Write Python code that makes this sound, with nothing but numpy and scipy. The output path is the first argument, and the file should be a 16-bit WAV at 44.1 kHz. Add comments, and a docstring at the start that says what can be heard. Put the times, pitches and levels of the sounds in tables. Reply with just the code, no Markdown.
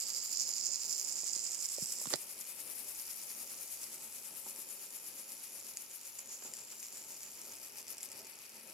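"""A loud metallic rattle and grind over a bright ticking whine: a small geared servo on a bench, mostly slowing.
Meshing teeth tick hundreds of times a second; an off-centre gear binds once a turn, so the whine swells and sags.
Loose teeth strike and ring the case, whose modes slide with the strain; bumps and a sharp click end the loud rattle.
A lighter rattle follows, with snapping teeth, finger touches and scuffs, over motor whirr, bench murmur and hum.
Strikes are noise bursts through resonators; steady sounds are filtered noise or sines, with short echoes added."""
import sys
import numpy as np
from scipy import signal
from scipy.fft import rfft, irfft, next_fast_len
from scipy.io import wavfile
from scipy.ndimage import uniform_filter1d

SR = 44100
rng = np.random.default_rng(int(sys.argv[2]) if len(sys.argv) > 2 else 0)


def generate_wav(signal):
    """Clip the signal to [-1, 1] and save it as 16-bit WAV at the path in sys.argv[1]."""
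    frames = np.transpose(np.atleast_2d(signal))
    scaled = np.clip(frames, -1, 1) * 32767
    pcm = np.round(scaled).astype(np.int16)
    wavfile.write(sys.argv[1], SR, pcm)


N = 384993
TIME = np.arange(N) / SR

# Levels in the tables are relative unless said otherwise; pan is left minus right.
# steady hum in the room: pitch_hz, level_db
HUM = [(88.3, -90), (220.7, -82), (397, -84.5), (543.7, -83.5), (899, -83.5)]
# colour of the murmur in bench and room: frequency_hz, level_db
ROOM = [(24, -48), (40, -30), (59, -45), (80, -7), (166, -5.5), (216, -3), (267, -1), (402, 0.5),
        (466, -2.5), (531, 1.5), (749, -5), (897, -0.5), (1150, -14.5), (2000, -24), (2600, -40),
        (4400, -120)]
# faint drone of the bench: pitch_hz, width_hz, level_db
DRONE_MODES = [(221.3, 11.5, -0.5), (404, 31, -3.5), (607, 120, -8.5), (890, 15, -3), (1301, 34, -3),
               (1765, 21, -9)]
BENCH_DB, BENCH_WAVER_DB = -66.5, 2
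# colour of the motor whirr: frequency_hz, level_db
WHIRR = [(500, -16), (1200, -6.5), (1800, -9), (2350, -1), (2900, -3), (3400, -7), (4200, -6.5),
         (6000, -10), (12000, -55.5)]
WHIRR_DB, WHIRR_FADE_DB_PER_S, WHIRR_SWELL_DB = -60, 0.43, 3.5

# a fingertip lands: start_s, level_db, decay_s
TOUCHES = [(4.461, -51, 0.014), (4.584, -59.5, 0.022), (6.445, -56, 0.024)]
# the servo knocking on the bench: pitch_hz, width_hz, level_db
TOUCH_MODES = [(210, 70, 2), (410, 130, 1), (605, 120, -3.5), (888, 46, 6), (1290, 110, -2),
               (1710, 300, -14)]
# handling bumps: start_s, level_db, pitch_hz, rise_cycles
BUMPS = [(1.234, -41.5, 530, 0.21), (1.364, -46, 380, 0.33), (1.783, -36, 540, 0.62),
         (1.822, -37.5, 170, 0.34), (2.015, -40, 700, 0.28), (2.057, -35, 925, 0.22),
         (2.06, -46, 218, 0.44), (2.0724, -37.5, 200, 0.23), (2.1385, -29, 560, 0.48),
         (2.14, -36, 302, 0.4), (2.143, -46.5, 135, 0.5)]
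BUMP_LOW_CUT_HZ = 90
# plastic scuffs: start_s, level_db, decay_s
SCUFFS = [(2.0561, -36, .0014), (2.071, -40.5, 0.0033), (2.104, -44, 0.019), (2.124, -42, 0.0045),
          (2.131, -35.5, 0.0025), (2.136, -28.5, 0.0021), (6.423, -48, 0.0037), (6.458, -54, 0.0073),
          (6.722, -52, 0.012), (7.986, -51, 0.0036)]
# colour of scuffed plastic: frequency_hz, level_db
PLASTIC = [(60, -25), (250, 0), (450, 10), (650, 1), (1000, 3), (1400, 1.5), (2000, -3), (3000, 0),
           (4200, -2), (5500, 3), (8000, -5), (15000, -31)]
# the slip clicks home in a double crack: start_s, level_db
CRACKS = [(2.1372, -16.5), (2.1387, -13.5)]
# the cracking plastic: pitch_hz, width_hz, level_db
CRACK_MODES = [(497, 180, -2), (800, 260, -1.5), (1400, 430, 1.5), (2120, 500, -2.5), (3240, 500, -6),
               (4280, 580, 7.5), (5500, 1300, 4), (7300, 1500, -2)]

TEETH = 47
FIRST_TIGHT_TURNS = .154
# speed of the off-centre gear: time_s, speed_turns_per_s
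SPEED = [(0, 12.825), (1.4, 10.834), (4.5, 8.962), (4.9, 8.296), (7.4, 7.319), (7.6, 7.86), (8.73, 7.319)]
# force on the teeth: time_s, tight_spot_level_db, slack_side_drop_db
LOAD = [(0, -45.5, 5.5), (.41, -46, 6), (.7, -51, 7), (.95, -44.5, 5.5), (1.42, -55.5, -0.5),
        (1.68, -43, 8), (2.4, -42, 6.5), (3.0, -42.5, 3), (3.8, -41, 8), (4.05, -45, 5.5), (4.3, -43.5, 6),
        (5.6, -45, 6.5), (6.2, -48, 5.5), (6.58, -54.5, 1), (6.9, -50.5, 2.5), (7.5, -52, -1),
        (7.63, -50.5, 2), (7.9, -42.5, 17), (8.15, -49.5, 7), (8.4, -52, 3.5), (8.73, -54, 2)]
# rattle of the loose teeth at the tight spot, which drops at the click: time_s, level_db
LOOSENESS = [(0, -35), (.25, -37), (.42, -35.5), (.9, -35.5), (1.2, -34.5), (1.75, -36), (2.12, -38),
             (2.2, -47.5), (2.7, -50), (3.05, -46.5), (3.85, -48.5), (4.1, -50.5), (5.9, -51), (6.35, -54),
             (6.6, -49.5), (7.3, -48), (7.95, -50.5), (8.5, -52.5)]
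# brief grinding swells added to the rattle: centre_s, half_length_s, rise_db
GRINDS = [(0.335, 0.041, 4.5), (0.41, 0.016, 7.5), (0.667, 0.019, 6.5), (0.74, 0.015, 2.5),
          (0.925, 0.031, 3.5), (1.345, 0.025, 2), (1.65, 0.012, 4.5), (1.835, 0.016, 2), (2.425, 0.035, 2),
          (2.98, 0.03, 3), (3.085, 0.025, 3), (3.84, 0.016, 4), (4.25, 0.033, 2), (4.38, 0.022, 1),
          (4.48, 0.025, 4), (6.07, 0.02, 5), (6.19, 0.013, 4), (6.335, 0.043, 8.5), (6.46, 0.03, 6),
          (6.56, .02, 3), (6.715, .025, 1.5), (6.835, .03, 3.5), (6.985, 0.026, 2), (7.14, .015, 0),
          (7.25, 0.027, -1), (7.635, 0.02, 5.5), (7.78, 0.022, 4.5), (7.915, 0.024, 7), (8.045, .02, 3),
          (8.195, 0.021, 5)]
# tone of the gears: time_s, mesh_sheen_db, upper_case_mode_db
TONE = [(0, 4, -7), (.5, 3.5, -29), (1.3, 1, -8.5), (2.15, -5, -5), (3.3, -3, -20), (3.9, -5, -6),
        (4.5, -5, -4), (5.2, -5, -27), (7.3, -1, -13), (8.4, -7, -13)]
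# where the servo sits as the microphone shifts: time_s, rattle_pan_db
PLACE = [(0, -6), (1.1, -8), (2.0, -6), (3.0, -9), (4.5, -10), (6.0, -7), (6.55, 1), (7.3, -1), (8.73, 0)]
# fingers press on the case: centre_s, half_length_s, firmness (0-1)
GRIPS = [(4.6, 0.61, 0.4), (5.6, 0.96, 0.58), (6.5, 0.31, 0.66), (7.1, 0.43, 1)]
RATTLE_EASE_DB = 2.5   # drop on the slack side
SETTLED_RATTLE_DB = -55   # upper limit on the rattle curve that sets the light snaps
MESH_BIND_POWER, RATTLE_BIND_POWER = 1.83, 1.3   # the higher, the briefer the tight spot
MESH_PAN_DB, MESH_PAN_GRIP_DB = 12.5, 4   # the mesh sits left, more so under the fingers

# colour of the mesh: frequency_hz, level_db
MESH = [(1000, -28), (3500, -22), (5500, -9.5), (7800, -8), (9000, -3.5), (10150, -1), (11000, -1),
        (12300, -0.5), (13300, -9), (14500, -2.5), (16000, -22)]
# two drifting resonances of the whine: time_s, lower_pitch_hz, upper_pitch_hz
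WHINE_PEAKS = [(0, 10000, 11750), (1, 10000, 12150), (2.6, 9900, 12250), (3.4, 10000, 12350),
               (4.3, 10300, 12000), (5.3, 10550, 11750), (6.8, 10950, 12200), (7.9, 11500, 12100),
               (8.73, 10400, 11700)]
WHINE_WIDTH_HZ, WHINE_PEAK_DB = 1000, -4.5
# ring of the gear case: pitch_hz, width_hz, level_db
CASE_MODES = [(4320, 530, -16.5), (4720, 460, -9), (5064, 368, -4), (5730, 540, -5.5), (6520, 920, -4),
              (7150, 450, 3), (7620, 500, -5.5), (8550, 640, -13.5), (10000, 680, -26), (12000, 5600, -30)]
# strain bends the case modes: time_s, low_bend_semitones, high_bend_semitones, high_level_db
CASE_BEND = [(0, -0.8, 0.16, -1), (0.28, -0.88, 0.24, 0.5), (0.38, -0.2, -0.28, -3.5),
             (1.1, -0.22, 0.088, -1), (1.55, 0, 0.14, -0.5), (1.9, 0.2, 0.5, -4), (2.13, -0.074, 0.39, 1)]
CASE_SPLIT_HZ = 6200   # modes above this belong to the high group
# extra upper ring of the rattle: pitch_hz, width_hz, level_db
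UPPER_MODES = [(7750, 880, 5), (9030, 800, -33)]
# colour of the lighter rattle once the servo has settled: frequency_hz, level_db
LIGHT_RATTLE = [(2000, -19), (3800, -20), (4300, -14.5), (4750, -4), (5150, -7), (5600, -2), (6300, -5.5),
                (7100, 0), (7700, -7.5), (8500, -11.5), (12000, -8.5), (16000, -20)]
# hardest clacks of loose teeth across their backlash: start_s, level_db
CLACKS = [(0.0144, -37), (0.0363, -29), (0.0677, -26), (0.1013, -22), (0.1336, -28), (0.1625, -25),
          (0.2149, -31), (0.2349, -32), (0.3007, -34), (0.3716, -18), (0.3978, -20), (0.4449, -27),
          (0.4703, -32), (0.4898, -21), (0.5137, -22), (0.5365, -19.5), (0.5586, -30), (0.5646, -24),
          (0.5813, -18), (0.611, -19), (0.6365, -23), (0.6489, -23), (0.6664, -22), (0.7043, -26),
          (0.7158, -23), (0.7352, -23), (0.7577, -19), (0.7836, -29), (0.8111, -33), (0.8629, -25),
          (0.8934, -27), (0.9103, -24), (0.9792, -22), (0.9966, -20), (1.0535, -31), (1.076, -30),
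          (1.0875, -28), (1.1084, -35), (1.1328, -30), (1.1667, -28), (1.1892, -27), (1.2131, -29),
          (1.2775, -22), (1.3324, -20), (1.3755, -24), (1.3927, -24), (1.4282, -32), (1.4526, -28),
          (1.4731, -30), (1.509, -25), (1.5314, -28), (1.5923, -30), (1.6043, -28), (1.6247, -21),
          (1.6501, -24), (1.6876, -28), (1.7636, -26), (1.8103, -28), (1.8417, -27), (1.8861, -35),
          (1.8976, -30), (1.9225, -23.5), (1.9774, -31), (2.0009, -33), (2.0467, -34), (2.0692, -29),
          (2.1031, -28)]
# single teeth that catch and snap free: start_s, level_db
SNAPS = [(2.1577, -25), (2.4124, -33), (2.452, -34), (2.7824, -32), (2.9504, -39), (3.0204, -33),
         (3.0884, -40), (3.1326, -37), (3.216, -38), (3.2355, -35), (3.832, -29), (3.9444, -34),
         (4.561, -31), (4.8239, -36), (5.6675, -35), (5.771, -23), (6.0551, -36), (6.187, -32),
         (6.1908, -31), (6.2731, -38), (6.304, -39), (6.537, -26.5), (6.568, -33), (6.7226, -37),
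         (6.8284, -30.5), (6.8587, -38), (6.9258, -33), (6.971, -32), (7.232, -30), (7.416, -31),
         (7.7885, -36), (7.881, -31), (7.9818, -29), (8.007, -33), (8.0306, -25), (8.057, -34),
         (8.088, -36), (8.1167, -30.5), (8.247, -37)]
# ring of a snap: pitch_hz, width_hz, level_db
SNAP_MODES = [(2380, 1140, -11.5), (4820, 400, -2.5), (5520, 760, -1.5), (7000, 570, 5.5),
              (8200, 1000, 1.5), (9030, 700, 1), (10300, 1500, -1), (12800, 4200, -12)]
# finger pressure bends the singing mode of the case: time_s, pitch_hz
SINGING_PITCH = [(5.2, 7100), (6.3, 6920), (6.45, 7100), (6.57, 7300), (6.85, 7100), (7.0, 7050),
                 (7.4, 7050)]
SINGING_GRIP_DB, SINGING_WIDTH_HZ = -52, 320   # level for firmness 1 at the tight spot, without grinding
SINGING_GRIND_SHARE = 0.73   # share of each grinding swell
# modes that ring for a while as the hold shifts:
# centre_s, half_length_s, pitch_hz, slide_hz_per_s, width_hz, level_db, pan_db
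PASSING_RINGS = [(0.12, 0.17, 4840, 400, 190, -47, -9), (1.8, 0.36, 8000, 300, 1200, -50, 3),
                 (0.39, 0.056, 5900, 2500, 260, -52, -8), (1, 0.6, 8850, 300, 600, -57, 17),
                 (2.76, 0.94, 2360, 0, 410, -66, 14), (3.3, 0.5, 5560, 200, 400, -60, -5),
                 (5.4, 0.6, 10700, 0, 900, -58, 6), (4, 0.51, 7750, -300, 400, -58.5, 13),
                 (3.7, 0.55, 6600, 300, 480, -55, -10), (5.46, 0.6, 6000, 0, 550, -60.5, 2),
                 (8.26, 0.92, 2480, 0, 420, -63.5, 13.5), (8.06, 0.6, 5300, 0, 240, -63, 0),
                 (7.85, 0.22, 11900, 0, 450, -65, 6), (8.42, 0.3, 11180, -200, 170, -61.5, 8),
                 (8.4, 0.5, 7900, 0, 400, -65, 7), (8.3, 0.5, 4670, 0, 320, -63, -1)]
# a treble hollow slides as the microphone moves: time_s, centre_hz, depth (0-1)
HOLLOW = [(2.1, 5900, 0.63), (2.3, 6100, 0.8), (2.85, 6400, .7), (3.3, 6450, .3), (4.2, 6800, 0.7),
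          (5.6, 6600, 0.3), (6.3, 6600, 0.04), (7.7, 7100, 0.6), (8.4, 7150, 0.6)]


def from_db(db):
    """Decibels express amplitude ratios logarithmically: 20 dB is a factor of ten."""
    return np.exp(np.asarray(db) * (np.log(10) / 20))


def rms_one(x):
    """Normalisation: mean power becomes 1."""
    return x / np.sqrt(np.mean(x ** 2) + 1e-20)


def in_time(rows):
    """Linear interpolation: each column of a curve at every sample."""
    s, *columns = np.transpose(rows)
    return [np.interp(TIME, s, c) for c in columns]


def swells(table):
    """Superposition of Gaussian rises, one for each row (centre, half length, height)."""
    t = TIME[::40]   # a coarse grid suffices for slow curves
    total = sum(height * np.exp(-np.minimum(((t - s) / half) ** 2, 20)) for s, half, height in table)
    return np.interp(TIME, t, total)


def drift(rate):
    """Slow random modulation of unit rms, interpolated between knots at the given rate per second."""
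    knots = rng.standard_normal(int(TIME[-1] * rate) + 2)
    return rms_one(np.interp(TIME * rate, np.arange(len(knots)), knots))


def dying(table):
    """Exponential decay: sudden starts that die away, one for each row (start, level, decay)."""
    out, t = np.zeros(N), TIME[:SR // 4]
    for s, db, decay in table:
        start = int(s * SR)
        out[start:start + len(t)] += from_db(db) * np.exp(-t / decay)
    return out


def colour(x, spectrum, size=4096):
    """Minimum-phase filtering: a causal response of unit power gain is made from a spectrum by its cepstrum."""
    hz, db = np.transpose(spectrum)
    grid = np.arange(size // 2 + 1) * SR / size + 1
    cepstrum = irfft(np.log(from_db(np.interp(np.log(grid), np.log(hz), db))))
    cepstrum[1:size // 2] *= 2   # fold onto positive time
    cepstrum[size // 2 + 1:] = 0
    kernel = irfft(np.exp(rfft(cepstrum)))
    kernel /= np.linalg.norm(kernel)
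    return np.apply_along_axis(signal.oaconvolve, -1, x, kernel)[..., :N]


def ring(x, modes):
    """Modal superposition: damped two-pole resonances in parallel, with alternating signs."""
    out, push = 0, signal.lfilter([1, 0, -1], [1], x) + 1e-18
    for k, (hz, width, db) in enumerate(modes):
        r = np.exp(-np.pi * width / SR)
        gain = (-1) ** k * from_db(db) * (1 - r * r) / 2
        out = out + signal.lfilter([gain], [1, -2 * r * np.cos(2 * np.pi * hz / SR), r * r], push)
    return out


def gliding(x, hz, width, size=1024):
    """Resonance with a moving centre: one mode of unit peak gain, retuned block by block."""
    r, x = np.exp(-np.pi * width / SR), np.atleast_2d(x) + 1e-18
    out, state = np.zeros_like(x), np.zeros((len(x), 2))
    b = np.array([1, 0, -1]) * (1 - r * r) / 2
    for i in range(0, x.shape[1], size):
        a = [1, -2 * r * np.cos(2 * np.pi * hz[i] / SR), r * r]
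        out[:, i:i + size], state = signal.lfilter(b, a, x[:, i:i + size], zi=state)
    return out


def impulses(times, sizes):
    """Impulsive excitation: unit-sample strikes at the given times."""
    return np.bincount(np.clip(np.round(times * SR), 0, N - 1).astype(int), sizes, N)


def contact(strikes, decay_s, apart=0.91):
    """Frictional contact: each strike is a decaying noise burst, partly independent at the two ports."""
    shared, *own = rng.standard_normal((3, N))
    envelope = signal.lfilter([1], [1, -np.exp(-1 / (decay_s * SR))], strikes + 1e-18)
    return envelope * (shared + apart * np.array(own))


def hard_hits(table, modes, rebound, rebound_s, count=4):
    """Restitution: each hit chatters in fading bounces, scaled by the peak of the modes' impulse response."""
    s, db = np.transpose(table)
    gaps = rebound_s * (.5 + rng.random((len(s), count)))
    times = s[:, None] + np.cumsum(gaps, axis=1) - gaps[:, :1]
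    sizes = from_db(db)[:, None] * np.clip(rebound, 0, .95) ** np.arange(count)
    mode_peak = np.abs(ring(signal.unit_impulse(SR // 100), modes)).max()
    return impulses(times.ravel(), sizes.ravel()) / mode_peak


def evened(x, span_s):
    """Gain control: hold the running rms of both ports near 1, keeping the single ticks."""
    span = int(span_s * SR)
    power = uniform_filter1d(uniform_filter1d(np.mean(x ** 2, axis=0), span), span)
    return x / np.sqrt(np.abs(power) + 1e-12)


def ports(x, pan_db, lag_ms):
    """Interaural-style cues: the two ports differ in level, and the left one hears slightly later."""
    left, right = np.broadcast_to(x, (2, N))
    size = next_fast_len(N + SR // 10, real=True)
    hz = np.arange(size // 2 + 1) / size * SR
    left = irfft(rfft(left, size) * np.exp(-2j * np.pi * hz * lag_ms / 1000), size)[:N]
    panned = np.array([left * from_db(pan_db / 2), right * from_db(-pan_db / 2)])
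    return panned / np.sqrt((from_db(pan_db) + from_db(-pan_db)) / 2)   # constant power


def hum(waver, flutter_db):
    """Frequency and amplitude modulation: faint tones that waver a little in pitch and level."""
    out = 0
    for hz, db in HUM:
        level = from_db(db + flutter_db * drift(7)) * np.sqrt(2)
        cycles = hz * np.cumsum(1 + waver * drift(9)) / SR
        out = out + level * np.sin(2 * np.pi * cycles)
    return out * from_db([[-2], [2]])


def background(spectrum, apart):
    """Partial coherence: coloured noise, partly shared by the ports."""
    shared, left, right = [colour(rng.standard_normal(N), spectrum) for _ in range(3)]
    return rms_one(shared + apart * np.array([left, right]))


def bench_murmur():
    """Structure-borne sound: soft noise and lightly damped modes form a low murmur in bench and room."""
    push = rng.standard_normal(N) + 0.57 * rng.standard_normal((2, N))
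    drone = from_db(-7.0) * rms_one(ring(push, DRONE_MODES))
    level = from_db(BENCH_DB + BENCH_WAVER_DB * drift(16))
    return level * (background(ROOM, apart=0.74) + drone)


def reflections(x, t60, wet_db):
    """Reverberation: dense echoes, different at each port, decay by 60 dB in t60 seconds."""
    t = TIME[:SR // 2]
    tails = rng.standard_normal((2, len(t))) * from_db(-60 * t / t60) * (t > .001)
    tails /= np.linalg.norm(tails, axis=1, keepdims=True)
    return from_db(wet_db) * signal.oaconvolve(x, tails, axes=1)[:, :N]


def motor_whirr(tight):
    """Amplitude modulation: coloured motor noise fades slowly and swells at each tight spot."""
    level_db = WHIRR_DB - WHIRR_FADE_DB_PER_S * TIME + WHIRR_SWELL_DB * (tight - .5)
    return from_db(level_db) * background(WHIRR, apart=1.0)


def touches():
    """Forced resonance: a landing fingertip's noise burst sets the servo knocking softly on the bench."""
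    push = dying(TOUCHES) * rng.choice([-1, 1], N)
    mode_energy = np.linalg.norm(ring(signal.unit_impulse(SR // 10), TOUCH_MODES))
    return ring(push, TOUCH_MODES) / mode_energy


def bumps():
    """Damped oscillation: soft knocks whose envelopes swell and die within a few cycles."""
    out, t = np.zeros(N), TIME[:SR // 10]
    for s, db, hz, cycles in BUMPS:
        age, start = t * hz / cycles, int(s * SR)
        out[start:start + len(t)] += from_db(db) * age * np.exp(1 - age) * np.sin(2 * np.pi * hz * t)
    high_pass = signal.butter(3, BUMP_LOW_CUT_HZ, "high", fs=SR, output="sos")
    return signal.sosfilt(high_pass, out + 1e-18)


def scuffs():
    """Dry friction: short gritty scuffs of plastic are saturated, coloured noise."""
    noise = rng.standard_normal(N) + .5 * rng.standard_normal((2, N))
    grit = rms_one(colour(noise, PLASTIC))
    return uniform_filter1d(dying(SCUFFS), size=8) * rms_one(np.tanh(grit))


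def sharp_click():
    """Impulse response: a double crack excites the modes of the plastic."""
    return ring(hard_hits(CRACKS, CRACK_MODES, rebound=0.18, rebound_s=0.00027), CRACK_MODES)


def handling():
    """Superposition of bumps, touches, scuffs and the sharp click, all nearer the right port."""
    click = from_db(-2.0) * sharp_click()
    return (ports(bumps(), -12.5, lag_ms=0.16) + ports(touches(), -1, lag_ms=0.05)
            + ports(from_db(0.5) * scuffs() + click, -11.0, lag_ms=0.067))


def gear_motion(sag, wander):
    """Eccentric gearing: gives tightness (0-1) and every tooth's instant; speed falls through each tight spot."""
    turns_per_s, = in_time(SPEED)
    turn = np.cumsum(turns_per_s) / SR - FIRST_TIGHT_TURNS
    tooth_rate = TEETH * turns_per_s * (1 - sag * np.sin(2 * np.pi * turn) + wander * drift(60))
    teeth_passed = np.floor(np.cumsum(tooth_rate) / SR)
    teeth = np.flatnonzero(np.diff(teeth_passed)) / SR
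    return (1 + np.cos(2 * np.pi * turn)) / 2, teeth


def hollowed(x, width_hz):
    """Spectral notch by subtraction: a sliding hollow in the treble at the left port."""
    hz, depth = in_time(HOLLOW)
    left = x[0] - np.clip(depth, 0, 1) * gliding(x[0], hz, width_hz)[0]
    return np.array([left, x[1]])


def passing_rings(teeth, tight, swell_db):
    """Selective resonance: tooth strikes keep narrow modes ringing while the hold on the case favours them."""
    drive, out = contact(impulses(teeth, np.ones(len(teeth))), 0.00057), np.zeros((2, N))
    for s, half, hz, slide, width, db, pan_db in PASSING_RINGS:
        span = slice(*np.searchsorted(TIME, [s - 2 * half, s + 2 * half]))
        t = TIME[span] - s
        mode = rms_one(gliding(drive[:, span], hz + slide * t, width))
        port_gains = from_db([[db + pan_db / 2], [db - pan_db / 2]])
        out[:, span] += mode * np.exp(-(t / half) ** 2) * port_gains
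    return out * from_db(swell_db * (tight - 1.5))


def case_singing(teeth, tight, held, grind_db):
    """Driven resonance: under the fingers, tooth strikes make the case sing in one bending mode."""
    singing_hz, = in_time(SINGING_PITCH)
    swell_db = 4.4 * (tight - 1.0) + SINGING_GRIND_SHARE * grind_db
    level = from_db(SINGING_GRIP_DB) * held * from_db(swell_db)
    drive = contact(impulses(teeth, np.ones(len(teeth))), 0.00038)
    return level * rms_one(gliding(drive, singing_hz, SINGING_WIDTH_HZ))


def case_ring(x):
    """Strain-dependent modes: low and high case modes slide in pitch and change in relative strength."""
    low, high, high_db = in_time(CASE_BEND)
    low, high = np.exp2(low / 12), np.exp2(high / 12)   # semitones to ratios
    groups = [0, 0]
    for k, (hz, width, db) in enumerate(CASE_MODES):
        upper = int(hz > CASE_SPLIT_HZ)
        groups[upper] += (-1) ** k * from_db(db) * gliding(x, hz * (high if upper else low), width)
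    return groups[0] + from_db(high_db) * groups[1]


def stray_hits(per_s, level_db, spread_db, until_s):
    """Random impacts: harder hits at chance times follow the rattle's strength, as rows (start, level)."""
    when, force = rng.random((int(per_s * until_s), 2)).T
    s = when * until_s
    return np.column_stack([s, np.interp(s, TIME, level_db) + spread_db * (force - .5)])


def backlash_clacks(rattle_db):
    """Backlash impact: loose teeth clack across their play and ring the case until the click."""
    light = stray_hits(per_s=18, level_db=rattle_db, spread_db=7, until_s=CRACKS[0][0])
    hard = from_db(-3.0) * hard_hits(CLACKS, CASE_MODES, rebound=0.88, rebound_s=0.00049)
    light = from_db(-1.5) * hard_hits(light, CASE_MODES, rebound=0.5, rebound_s=0.00031)
    return case_ring(hard + light)


def tooth_snaps(rattle_db):
    """Stick and release: teeth that catch and snap free chatter and excite short modes."""
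    level_db = np.minimum(rattle_db, SETTLED_RATTLE_DB)
    light = stray_hits(per_s=24, level_db=level_db, spread_db=3, until_s=TIME[-1])
    hard = from_db(-0.5) * hard_hits(SNAPS, SNAP_MODES, rebound=0.73, rebound_s=.0004)
    light = from_db(16) * hard_hits(light, SNAP_MODES, rebound=0.81, rebound_s=0.0004)
    return ring(hard + light, SNAP_MODES)


def rattle(teeth, upper_db, uneven_db, jitter_s, scrape_s):
    """Impact excitation: loose teeth rebound unevenly and ring the case; after the click the ring is broader."""
    force, late = rng.standard_normal((len(teeth), 2)).T
    sizes = from_db(uneven_db * np.minimum(force, 1.4))
    rebounds = contact(impulses(teeth + jitter_s * late, sizes), scrape_s)
    settled = np.interp(TIME, [2.13, 2.16], [0, 1])   # crossfade at the click
    loud, light = rms_one(case_ring(rebounds)), rms_one(colour(rebounds, LIGHT_RATTLE))
    case = (1 - settled) * loud + settled * light
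    upper = rms_one(ring(contact(impulses(teeth, sizes), scrape_s), UPPER_MODES))
    return evened(case + from_db(upper_db) * upper, 0.025)


def mesh(teeth, sheen_db, uneven_db, scrape_s, slide_db, give):
    """Periodic impact and sliding friction: every tooth lands with a bright tick over a steady hiss."""
    strikes = impulses(teeth, from_db(uneven_db * rng.standard_normal(len(teeth))))
    landing = rms_one(contact(strikes, scrape_s, apart=0.68))
    landing = rms_one(np.tanh(landing / give))   # the teeth yield, which evens the ticks
    sliding = rms_one(rng.standard_normal(N) + 0.8 * rng.standard_normal((2, N)))
    ticks = colour(landing + from_db(slide_db) * sliding, MESH)
    whine = sum(gliding(ticks, hz, WHINE_WIDTH_HZ) for hz in in_time(WHINE_PEAKS))
    ticks = ticks + from_db(WHINE_PEAK_DB) * whine
    top = signal.sosfiltfilt(signal.butter(4, 13000, "high", fs=SR, output="sos"), ticks)
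    return evened(ticks + (from_db(sheen_db) - 1) * top, 0.048)


def gear_train(tight, teeth):
    """Load modulation: mesh and rattle swell at the tight spot of each turn; teeth also drive clacks and rings."""
    load_db, ease_db = in_time(LOAD)
    loose_db, = in_time(LOOSENESS)
    sheen_db, upper_db = in_time(TONE)
    rattle_pan, = in_time(PLACE)
    held, grind_db = swells(GRIPS), swells(GRINDS)

    mesh_db = load_db - ease_db * (1 - tight ** MESH_BIND_POWER) + 0.52 * drift(9) + 1.2 * drift(55)
    rattle_db = loose_db + grind_db - RATTLE_EASE_DB * (1 - tight ** RATTLE_BIND_POWER)
    rattle_db = rattle_db + 0.67 * drift(16) + 1.0 * drift(110)

    ticks = mesh(teeth, sheen_db, uneven_db=1.0, scrape_s=0.00017, slide_db=-4.5, give=1.9)
    ticks = from_db(mesh_db - 2.02) * ticks
    loose = rattle(teeth, upper_db, uneven_db=5.0, jitter_s=0.00011, scrape_s=0.00034)
    loose = from_db(rattle_db - 4.0) * loose
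    singing = case_singing(teeth, tight, held, grind_db)
    case_sound = loose + backlash_clacks(rattle_db) + singing
    return (ports(ticks, MESH_PAN_DB + MESH_PAN_GRIP_DB * held ** 2, lag_ms=0.012)
            + ports(case_sound, rattle_pan, lag_ms=0.026)
            + ports(tooth_snaps(rattle_db), 4.1, lag_ms=0.022)
            + passing_rings(teeth, tight, swell_db=5))


def scene():
    """Superposition of direct sound, its reflections, bench murmur and hum."""
    tight, teeth = gear_motion(sag=.13, wander=.035)
    gears = hollowed(gear_train(tight, teeth), width_hz=740)
    near = motor_whirr(tight) + handling() + gears
    echoes = reflections(near, t60=0.087, wet_db=-8.5)
    return near + echoes + bench_murmur() + hum(waver=0.00404, flutter_db=3)


def record(dry):
    """Band limiting: the deep bass is rolled off and the top is cut steeply."""
    thin = signal.sosfilt(signal.butter(3, 75, "high", fs=SR, output="sos"), dry)
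    return signal.sosfilt(signal.ellip(12, .1, 80, 15900, fs=SR, output="sos"), thin)


dry = scene()
out = record(dry)
generate_wav(out)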